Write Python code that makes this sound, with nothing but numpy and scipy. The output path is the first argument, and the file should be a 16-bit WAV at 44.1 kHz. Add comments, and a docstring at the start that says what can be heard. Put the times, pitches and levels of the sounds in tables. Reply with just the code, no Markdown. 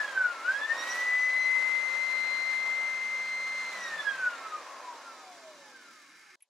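"""Workshop bench, close by: the bare motor of an electric chainsaw. It is coasting when the trigger is
squeezed, spins up to a steady whine, winds down on release and cuts off; two tiny high ticks follow.
The ten-bladed cooling fan whistles through the resonances of housing and bench, air rushes from the
vents, carbon brushes hiss, spark and sing on the commutator, and the bearings rumble."""
import sys
import numpy as np
from scipy import signal
from scipy.fft import rfft, irfft, next_fast_len
from scipy.io import wavfile
from scipy.ndimage import uniform_filter1d

SR = 44100
rng = np.random.default_rng(int(sys.argv[2]) if len(sys.argv) > 2 else 0)


def to_wav(sig):
    """Store sig (one row per channel, or 1-D mono) as 16-bit WAV at the path in sys.argv[1].

    Samples outside -1..1 are clipped; the rate is SR.
    """
    pcm = np.clip(np.atleast_2d(sig), -1, 1) * 32767
    pcm = np.round(pcm).astype(np.int16)
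    wavfile.write(sys.argv[1], SR, pcm.T)  # frames by channels


N = 286209
TIME = np.arange(N) / SR
ON_S, OFF_S, STOP_S = 0.42, 3.705, 6.358  # current on, current off, motor sound ends
TOP_RPS = 206.31  # top speed when cold, turns/s

# air rush spectrum: f/Hz, level/dB
RUSH_SPECTRUM = [(30, -63), (70, -39), (130, -49), (250, -10.5), (430, -8.5), (570, 3), (680, -1), (900, 1),
                 (1000, 3.5), (1110, 4), (1260, -13), (1600, -5.5)]
# brush hiss spectrum: f/Hz, level/dB
HISS_SPECTRUM = [(1800, -17), (2700, -15), (3200, -6), (3900, 1), (4600, -2.5), (5600, -4), (7000, -4.5),
                 (8600, -12.5), (10200, -13), (12000, -21.5), (15500, -31)]
# resonances of the motor's brush end: f/Hz, width/Hz, gain/dB, pan/dB
END_CAP_MODES = [(360, 14, -4, -7.5), (845, 45, -8, -2), (1420, 110, -1, 1.5), (1587, 55, 9, 0),
                 (1742, 62, 9.5, -2.5), (2124, 87, 7.5, -0.5), (2354, 81, 1, -2), (2920, 530, -15.5, -9),
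                 (3920, 170, -2.5, 3), (4820, 510, -6, -10.5), (5510, 430, -12, 18.5),
                 (6340, 220, -11.5, -1.5), (9800, 200, -12.5, -1)]


def from_db(db):
    """Decibels to gain."""
    return 10 ** (np.asarray(db) / 20)


def rms_one(x):
    """Scale to rms 1."""
    return x / np.sqrt(np.mean(x ** 2) + 1e-20)


def tone(cycles):
    """Sine of rms 1."""
    return np.sqrt(2) * np.sin(2 * np.pi * cycles)


def butterworth(x, order, edge_hz, kind):
    """Causal Butterworth filter."""
    return signal.sosfilt(signal.butter(order, edge_hz, kind, fs=SR, output="sos"), x)


def in_time(rows):
    """One curve per column, interpolated over the times in the first."""
    times_s, *columns = np.transpose(rows)
    return [np.interp(TIME, times_s, column) for column in columns]


def panned(pan_db):
    """Stereo gains for a left-minus-right level."""
    return from_db(np.array([[.5], [-.5]]) * pan_db)


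def by_speed(rps, full_db, knee_rps, power):
    """Level in dB: amplitude rises as a power of speed, flat above the knee."""
    return full_db - 5 * power * np.log10(1 + (knee_rps / rps) ** 4)


def drift(rate_hz, hop=40):
    """Smooth random curve of rms 1."""
    knots = rng.standard_normal(N // hop + 2002)
    pole = np.exp(-2 * np.pi * rate_hz * hop / SR)
    slow = signal.lfilter([1], [1, -2 * pole, pole * pole], knots)[2000:]
    return np.interp(np.arange(N) / hop, np.arange(len(slow)), rms_one(slow))


def coloured(spectrum):
    """Stereo noise of rms 1 from (f/Hz, level/dB) points; mono in the bass."""
    # likeness of left and right: f/Hz, correlation
    likeness = [(100, 1), (500, 1), (1000, 0.96), (2000, 0.91), (4000, 0.46), (8000, 0.48), (15000, 0.32)]
    size = next_fast_len(N)
    log_hz = np.log(np.fft.rfftfreq(size, 1 / SR) + 1)
    curves = np.transpose(spectrum), np.transpose(likeness)
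    level_db, alike = (np.interp(log_hz, np.log(hz), values) for hz, values in curves)
    below = np.maximum(np.log(spectrum[0][0]) - log_hz, 0)
    above = np.maximum(log_hz - np.log(spectrum[-1][0]), 0)
    mid, side = rfft(rng.standard_normal((2, size))) * from_db(level_db - 41 * (below + above))
    stereo = np.sqrt(1 + alike) * mid + np.sqrt(1 - alike) * side * [[1], [-1]]
    return rms_one(irfft(stereo, size)[:, :N])


def resonate(x, modes):
    """Parallel resonances, each radiating in its own direction."""
    out = np.zeros((2, N))
    for hz, width_hz, gain_db, pan_db in modes:
        r = np.exp(-np.pi * width_hz / SR)
        feedback = [1, -2 * r * np.cos(2 * np.pi * hz / SR), r * r]
        band = signal.lfilter([1, 0, -1], feedback, x) * (1 - r * r) / 2
        out += from_db(gain_db) * panned(pan_db) * band
    return out


def reflections(x, t60_s, count=24):
    """Echoes off bench, tools and walls, separate per ear; a gliding tone flutters in them."""
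    out = np.zeros((2, N))
    for ear, source in zip(out, np.broadcast_to(x, (2, N))):
        delays_s = rng.uniform(.002, .06, count)
        gains = from_db(-60 * delays_s / t60_s) * rng.choice([-1, 1], count)
        for lag, gain in zip((delays_s * SR).astype(int), gains / np.linalg.norm(gains)):
            ear[lag:] += gain * source[:N - lag]
    return out


def coast(start_rps, age_s, drag_share=.5361, drag_s=1.1328, friction_rps_per_s=32.19):
    """Without current, air drag and friction slow the rotor."""
    return start_rps * (1 - drag_share * (1 - np.exp(-age_s / drag_s))) - friction_rps_per_s * age_s


def rotor_speed(start_rps=172.9, creep_rps_per_s=.693):
    """Turns/s: coasting, driven and creeping faster as the motor warms, coasting again."""
    # quick and slow stage of the run-up: gap to top speed/rps, time constant/s
    stages = [(25.3, .1221), (48.49, .3753)]
    age_s = TIME - ON_S
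    gap_rps = sum(gap * np.exp(-age_s / lag_s) for gap, lag_s in stages)
    driven_rps = TOP_RPS + creep_rps_per_s * age_s - gap_rps
    rps = np.maximum(coast(start_rps, TIME), driven_rps)
    rps = np.where(TIME < OFF_S, rps, coast(rps[int(OFF_S * SR)], TIME - OFF_S))
    return uniform_filter1d(rps, size=1500, mode="nearest")


def fan(turns, rps, gliding, blades=10, jitter_cycles=0.0047, stall_rps=51):
    """Blades chop the air: a strong whistle and weaker overtones, ruffled by turbulence."""
    # whistle as the hand moves about the housing: t/s, gain/dB, pan/dB
    hand_whistle = [(0.0, 10.5, 8.5), (0.12, -3.5, 0.5), (0.22, 7.5, -3), (0.4, 1, 5.5), (0.5, 3, -1),
                    (0.72, 1.4, 5), (0.85, -3, -6), (1.07, 11.5, -2.3), (1.45, 9, 6), (1.65, 9.0, 10.5),
                    (1.9, 5.5, 12), (2.4, 6, 8.5), (2.7, 6.5, 4.5), (3.1, 3.5, 1), (3.3, 4, -2),
                    (3.7, -0.2, -3), (3.8, -4.5, -2), (4.04, -4, 2), (4.08, 11, -1.5), (4.18, -8, 2),
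                    (4.27, 5.5, -4.5), (4.38, -4, 0.5), (4.9, -4.5, 3), (5.4, 1, 0)]
    # overtones as the hand moves: t/s, 2nd/dB, 3rd/dB, 4th/dB
    hand_overtones = [(0, -2, 7, -5), (.14, 2.5, -2, 1), (.3, -1, -8, -8), (.6, 0, 1, -5), (.82, 1.5, 0, 7),
                      (1.0, 0, 2.5, 0), (1.15, 0, 3, 2), (1.7, 2, 1.5, -3), (2.6, -1, 0, -4),
                      (3.0, -3.5, 2.5, 3), (3.3, 1, 1, 4), (3.6, -1.5, 0, 5), (3.87, 1.5, 2.5, -1),
                      (4.1, -0.5, 4, 0), (4.5, 1, 2, -3.5)]
    # brief flares and dips of the gliding whistle: t/s, gain/dB, half length/s
    flares = [(0.069, -19, 0.0075), (0.148, -19, 0.0048), (0.177, 6, 0.005), (0.223, -1, 0.0037),
              (0.231, -8.5, 0.0073), (0.261, 4.5, 0.008), (.44, -3, .008), (0.457, 4, .008),
              (0.474, -7, 0.0055), (0.491, 7.5, 0.0061), (0.512, 2, .008), (0.56, 2.5, .03),
              (0.672, -4, 0.0069), (0.703, 5, 0.013), (3.877, 4.5, 0.021), (4.068, -4, .008),
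              (4.071, 10.5, 0.0031), (4.167, -15, 0.0067)]
    # housing and bench resonances: f/Hz, width/Hz, gain/dB, pan/dB
    housing_modes = [(574.6, 31.3, -22.0, -0.7), (638.2, 33.7, -9.3, -1.0), (739.4, 32.6, -10.4, 1.7),
                     (987.5, 23.0, -4.2, -1.3), (1103.5, 28.5, -9.5, 4.0), (1244.0, 14.3, 0.6, 0.9),
                     (1303.5, 26.2, -6.0, -3.9), (1357.0, 36.1, -20.8, -8.0), (1423.6, 18.8, -9.8, 4.7),
                     (1460.8, 13.8, -15.3, 7.9), (1476.4, 20.0, -3.4, 6.7), (1511.4, 27.6, -4.3, -0.2),
                     (1543.6, 22.8, -4.0, -2.7), (1578.5, 9.0, -23.5, 2.4), (1627.2, 34.9, -14.9, -17.8),
                     (1657.9, 10.5, -18.0, -5.9), (1680.4, 9.0, -16.5, -3.3), (1719.6, 12.0, -11.3, -3.9),
                     (1745.8, 25.5, -12.0, 9.0), (1808.6, 16.7, -4.1, 1.6), (1881.3, 15.8, -17.3, -0.7),
                     (1915.9, 37.4, -17.5, 15.4), (1984.3, 41.3, -21.0, 9.9), (2031.1, 46.2, -18.9, 0.2),
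                     (2098.2, 35.4, -10.0, 6.7)]
    # shroud and room resonances, plus one broad band of direct sound: f/Hz, width/Hz, gain/dB, pan/dB
    overtone_bands = [(2900, 95, 1, -4), (3174, 19, -2, -17), (3306, 37, 12.5, 2), (3485, 13, 18.5, -11),
                      (3771, 38, 15, -7), (4068.6, 9, 8.5, 11), (4146.2, 9.4, 10.6, -9), (4167, 8, .5, -14),
                      (4675, 2000, -8, 10), (5070, 70, 9, -11), (5628, 14, 28.5, 0), (5783, 24, 24, -8),
                      (5873, 12, 9, 20), (6020, 28, 9, -8), (6099, 9, 11, 1.5), (6181, 12, 5, -3),
                      (6270, 56, 8.5, -3)]
    hand_db, pan_db = in_time(hand_whistle)
    level_db = by_speed(rps, -21.5, knee_rps=223, power=1.78) + hand_db
    level_db += 0.14 * drift(3.2) + 0.74 * (1 + gliding) * drift(180)  # sway and grit
    level_db += sum(db * np.exp(-((TIME - s) / half_s) ** 2) for s, db, half_s in flares)
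    passes = blades * turns + jitter_cycles * drift(40)
    flutter_db = 0.7 + 0.78 * gliding
    level_db += flutter_db * drift(17)
    whistle = resonate(tone(passes), housing_modes) * from_db(level_db) * panned(pan_db)

    second_db = by_speed(rps, -58, knee_rps=168, power=1.9)
    upper_db = by_speed(rps, -60, knee_rps=223, power=3.95)
    hand2_db, hand3_db, hand4_db = in_time(hand_overtones)
    levels_db = [second_db + hand2_db, upper_db + hand3_db, upper_db - 8.5 + hand4_db, upper_db - 11.5]
    second, third, *faint = [from_db(db + 2 * flutter_db * drift(26.4)) * tone(k * passes)
                             for k, db in enumerate(levels_db, 2)]
    overtones = resonate(second + third, overtone_bands) + sum(faint)
    # echoes beat against the direct tone only while its pitch moves
    echoes = reflections(gliding * (from_db(-21) * whistle + from_db(-12) * overtones), t60_s=0.38)
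    blowing = 1 / (1 + (stall_rps / rps) ** 6)  # a slow fan stalls
    return blowing * (whistle + overtones + echoes)


def air(rps, gliding, swell_db, gust_db=0.85, hollow_db=-4):
    """Cooling air rushes from the vents and rings the hollows of the housing."""
    # cavity resonances: f/Hz, width/Hz, gain/dB, pan/dB
    hollow_modes = [(572, 140, -8, 1.5), (1024, 8.3, 6.5, -0.5), (1099, 19, 5, -0.5), (1258, 23, 3.5, -1.5),
                    (1314, 28, -1.5, -1.5)]
    hollow = rms_one(resonate(rng.standard_normal(N), hollow_modes))
    hollow = butterworth(hollow, 2, 400, "high")  # a small housing radiates no bass
    level_db = by_speed(rps, -50.5, knee_rps=95.6, power=3.1) + 0.91 * swell_db + 1.5 * gliding
    level_db += gust_db * drift(5.2)
    return from_db(level_db) * (coloured(RUSH_SPECTRUM) + from_db(hollow_db) * hollow)


def brushes(turns, rps, gliding, swell_db, bars=16, ball_passes_per_turn=5.3):
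    """Carbon rubs the commutator: gritty noise throbbing each turn, a rough tone from the bar edges."""
    # scrape spectrum: f/Hz, level/dB
    scrape_spectrum = [(700, -24.5), (1150, -10), (1290, 1), (1420, -4), (1600, -2), (1900, -2.5),
                       (2150, -7), (2500, -6.5), (2900, -12), (4500, -19)]
    # bar tone coming and going: t/s, fundamental/dB, octave/dB
    bar_levels = [(0, -66, -68), (.8, -51.5, -65), (1.2, -55.5, -75), (3.6, -58, -71), (4.0, -60, -67),
                  (4.6, -64, -65), (4.95, -75, -61), (5.08, -50, -60), (5.22, -56.5, -72), (5.36, -70, -71),
                  (5.48, -58, -77), (5.66, -52, -65), (5.78, -72.5, -60.5), (6.1, -62, -61),
                  (6.33, -61, -70)]
    # thin rasp while the speed changes: multiple of bar rate, level/dB
    rasp_harmonics = [(3, -69.5), (4, -73), (5, -80)]
    scrape_db = np.maximum(by_speed(rps, -45, knee_rps=130, power=4), -71) + swell_db
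    hiss_db = by_speed(rps, -47, knee_rps=305, power=1.6) + swell_db
    throb = 1 + 0.067 * np.sin(2 * np.pi * turns)
    pressure = throb * from_db(1.26 * drift(230) + .5 * drift(23))
    scrape = from_db(scrape_db) * coloured(scrape_spectrum)
    hiss = from_db(hiss_db) * coloured(HISS_SPECTRUM)

    passes = bars * turns + .011 * drift(70)  # brushes chatter in their holders
    passes += .032 * np.sin(2 * np.pi * turns)  # commutator out of round
    passes += .029 * np.sin(2 * np.pi * ball_passes_per_turn * turns)  # bearing balls nudge it
    edges = sum(from_db(db + 2 * drift(40)) * tone(k * passes)
                for k, db in enumerate(in_time(bar_levels), 1))
    rasp = gliding * sum(from_db(db) * tone(k * passes) for k, db in rasp_harmonics)
    rasp = butterworth(rasp, 3, 7500, "low")
    friction = from_db(-52) * pressure * rng.standard_normal(N)
    song = resonate(edges + friction, END_CAP_MODES)
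    echoes = reflections(from_db(-11.5) * song, t60_s=0.28) + reflections(rasp, t60_s=.05)
    return pressure * (scrape + hiss) + song + echoes


def whirr(turns, rps, gliding, memory=.86, points=200):
    """Fine scratches pass under the two brushes and wear into new ones, ringing the end cap."""
    # one row per half turn; the share `memory` survives to the next brush
    fresh = rng.standard_normal((int(2 * turns[-1]) + 2, points))
    surface = signal.lfilter([1], [1, -memory], fresh, axis=0).ravel()
    scratches = np.interp(2 * turns * points, np.arange(len(surface)), surface)
    rasp = butterworth(scratches, 3, [2400, 7500], "band")
    echoes = from_db(-4) * reflections(rasp, t60_s=0.027)
    level_db = by_speed(rps, -66, knee_rps=70, power=1.4) + 8 * gliding
    return from_db(level_db) * rms_one(resonate(rasp, END_CAP_MODES) + echoes)


def sparks(rps, swell_db, per_turn=1.4, spread_db=2.0):
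    """Fine crackle at the brushes, louder with speed and whenever the motor's noises swell."""
    level_db = by_speed(rps, -61.5, knee_rps=85, power=0.85) + 5.2 * swell_db
    level_db += spread_db * np.minimum(rng.exponential(1, N), 3)
    sizes = from_db(level_db) * rng.choice([-1, 1], N)
    arcs = sizes * (rng.random(N) < per_turn * rps / SR)
    crackle = butterworth(arcs + 1e-18, 1, [3000, 9000], "band")
    return crackle + from_db(2.0) * reflections(crackle, t60_s=.15)


def dull_when_slow(x, rps, edge_hz=11500):
    """The top of the brush noise fades as the sliding slows."""
    dull = signal.sosfiltfilt(signal.butter(4, edge_hz, fs=SR, output="sos"), x)
    return dull + (x - dull) * np.sqrt(rps / TOP_RPS)


def bearings(turns, rps, gliding, swell_db, lumpy_db=1.4):
    """Unbalance hums and bearing play knocks, both booming in the bench; balls rumble in their races."""
    # knock: multiple of turn rate, level/dB
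    knock_harmonics = [(2, -80), (3, -76), (4, -82), (5, -79), (6, -79), (7, -86), (8, -85)]
    # bench resonances: f/Hz, width/Hz, gain/dB, pan/dB
    bench_modes = [(157, 12, 6, 0), (272, 28, 9, 0), (368, 24, 11, 0)]
    # ball rumble spectrum: f/Hz, level/dB
    rumble_spectrum = [(60, -35), (110, -24.5), (165, -5), (205, -6), (270, 3.5), (320, 3.5), (370, -3.5),
                       (450, -8.5)]
    # the hum wavers and weakens while the speed changes, most in the run-up
    loss_db = 3.0 + 4.5 * (np.gradient(rps) > 0)
    hum_db = by_speed(rps, -65, knee_rps=191, power=5.5) + gliding * (5.0 * drift(6.3) - loss_db)
    hum = from_db(hum_db) * tone(turns)
    knock = sum(from_db(db + gliding + lumpy_db * drift(12)) * tone(k * turns)
                for k, db in knock_harmonics)
    knock = butterworth(knock, 4, 250, "high")
    rumble_db = by_speed(rps, -73, knee_rps=56, power=1.2) + 0.5 * gliding + 0.96 * swell_db
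    rumble = from_db(rumble_db + lumpy_db * drift(8)) * coloured(rumble_spectrum)
    return hum + resonate(hum + knock, bench_modes) + rumble


def last_rub(peak_db=-62, grow_s=0.29, ring_hz=2160, width_hz=70):
    """Just before the stop the brushes drag and ring the end cap."""
    ring = rms_one(resonate(rng.standard_normal(N), [(ring_hz, width_hz, 0, 0)]))
    return from_db(peak_db) * np.exp(np.minimum(TIME - STOP_S, 0) / grow_s) * ring


def trigger(t60_s=.04):
    """The trigger contact snaps shut, later open."""
    # snaps: t/s, level/dB
    snaps = [(.405, -56), (3.73, -50)]
    envelope = sum(from_db(db - 60 * np.abs(TIME - s) / t60_s) * (TIME >= s) for s, db in snaps)
    return butterworth(envelope * rng.standard_normal((2, N)) + 1e-18, 1, [1500, 11000], "band")


def ticks(rise_s=0.002, scuff_db=-66, scuff_t60_s=0.091):
    """Each tick is a faint dry scuff with a brief, very high ring."""
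    # ticks: t/s, ring level/dB
    onsets = [(6.404, -63.5), (6.422, -40)]
    # ring: f/Hz, level/dB, t60/s
    modes = [(11000, -3, 0.029), (13800, -29.5, .02)]
    ringing, scuff_envelope = np.zeros(N), np.zeros(N)
    for start_s, db in onsets:
        age_s = np.maximum(TIME - start_s, 0)
        attack = np.tanh(age_s / rise_s)
        for hz, mode_db, t60_s in modes:
            ringing += attack * from_db(db + mode_db - 60 * age_s / t60_s) * tone(hz * age_s)
        scuff_envelope += attack * from_db(scuff_db - 60 * age_s / scuff_t60_s)
    scuff_noise = coloured([(1500, -18), (2400, 0), (3300, -9), (4500, -19), (10000, -15)])
    return ringing + scuff_envelope * scuff_noise


def noise_floor():
    """Very faint steady rush and hiss."""
    return from_db(-88.5) * (coloured(RUSH_SPECTRUM) + coloured(HISS_SPECTRUM))


def scene():
    """One rotor drives fan, brushes and bearings; their levels follow its speed."""
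    # common swell of the motor's noises: t/s, level/dB
    swell = [(0, 4), (.2, 1.5), (.4, 2.5), (.52, 3.5), (.65, 1), (.82, 5), (1, 5), (1.15, 1), (2.1, 1.5),
             (3.3, -1.2), (3.95, 2.5), (4.6, 1), (6.35, 6)]
    swell_db, = in_time(swell)
    rps = rotor_speed()
    turns = np.cumsum(rps) / SR
    gliding = np.tanh(np.abs(np.gradient(rps)) * SR / 25)  # 0 at steady speed, 1 in fast change
    contact = brushes(turns, rps, gliding, swell_db) + whirr(turns, rps, gliding) + sparks(rps, swell_db)
    motor = fan(turns, rps, gliding) + air(rps, gliding, swell_db) + dull_when_slow(contact, rps)
    motor += bearings(turns, rps, gliding, swell_db) + last_rub()
    gate = np.clip(np.minimum(TIME, STOP_S - TIME) / 0.0019, 0, 1)
    return motor * gate + trigger() + ticks() + noise_floor()


def record(dry, low_hz=75, high_hz=15700):
    """Deep bass rolled off, top cut steeply."""
    thin = butterworth(dry, 2, low_hz, "high")
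    return signal.sosfilt(signal.ellip(10, .1, 80, high_hz, fs=SR, output="sos"), thin)


dry = scene()
out = record(dry)
to_wav(out)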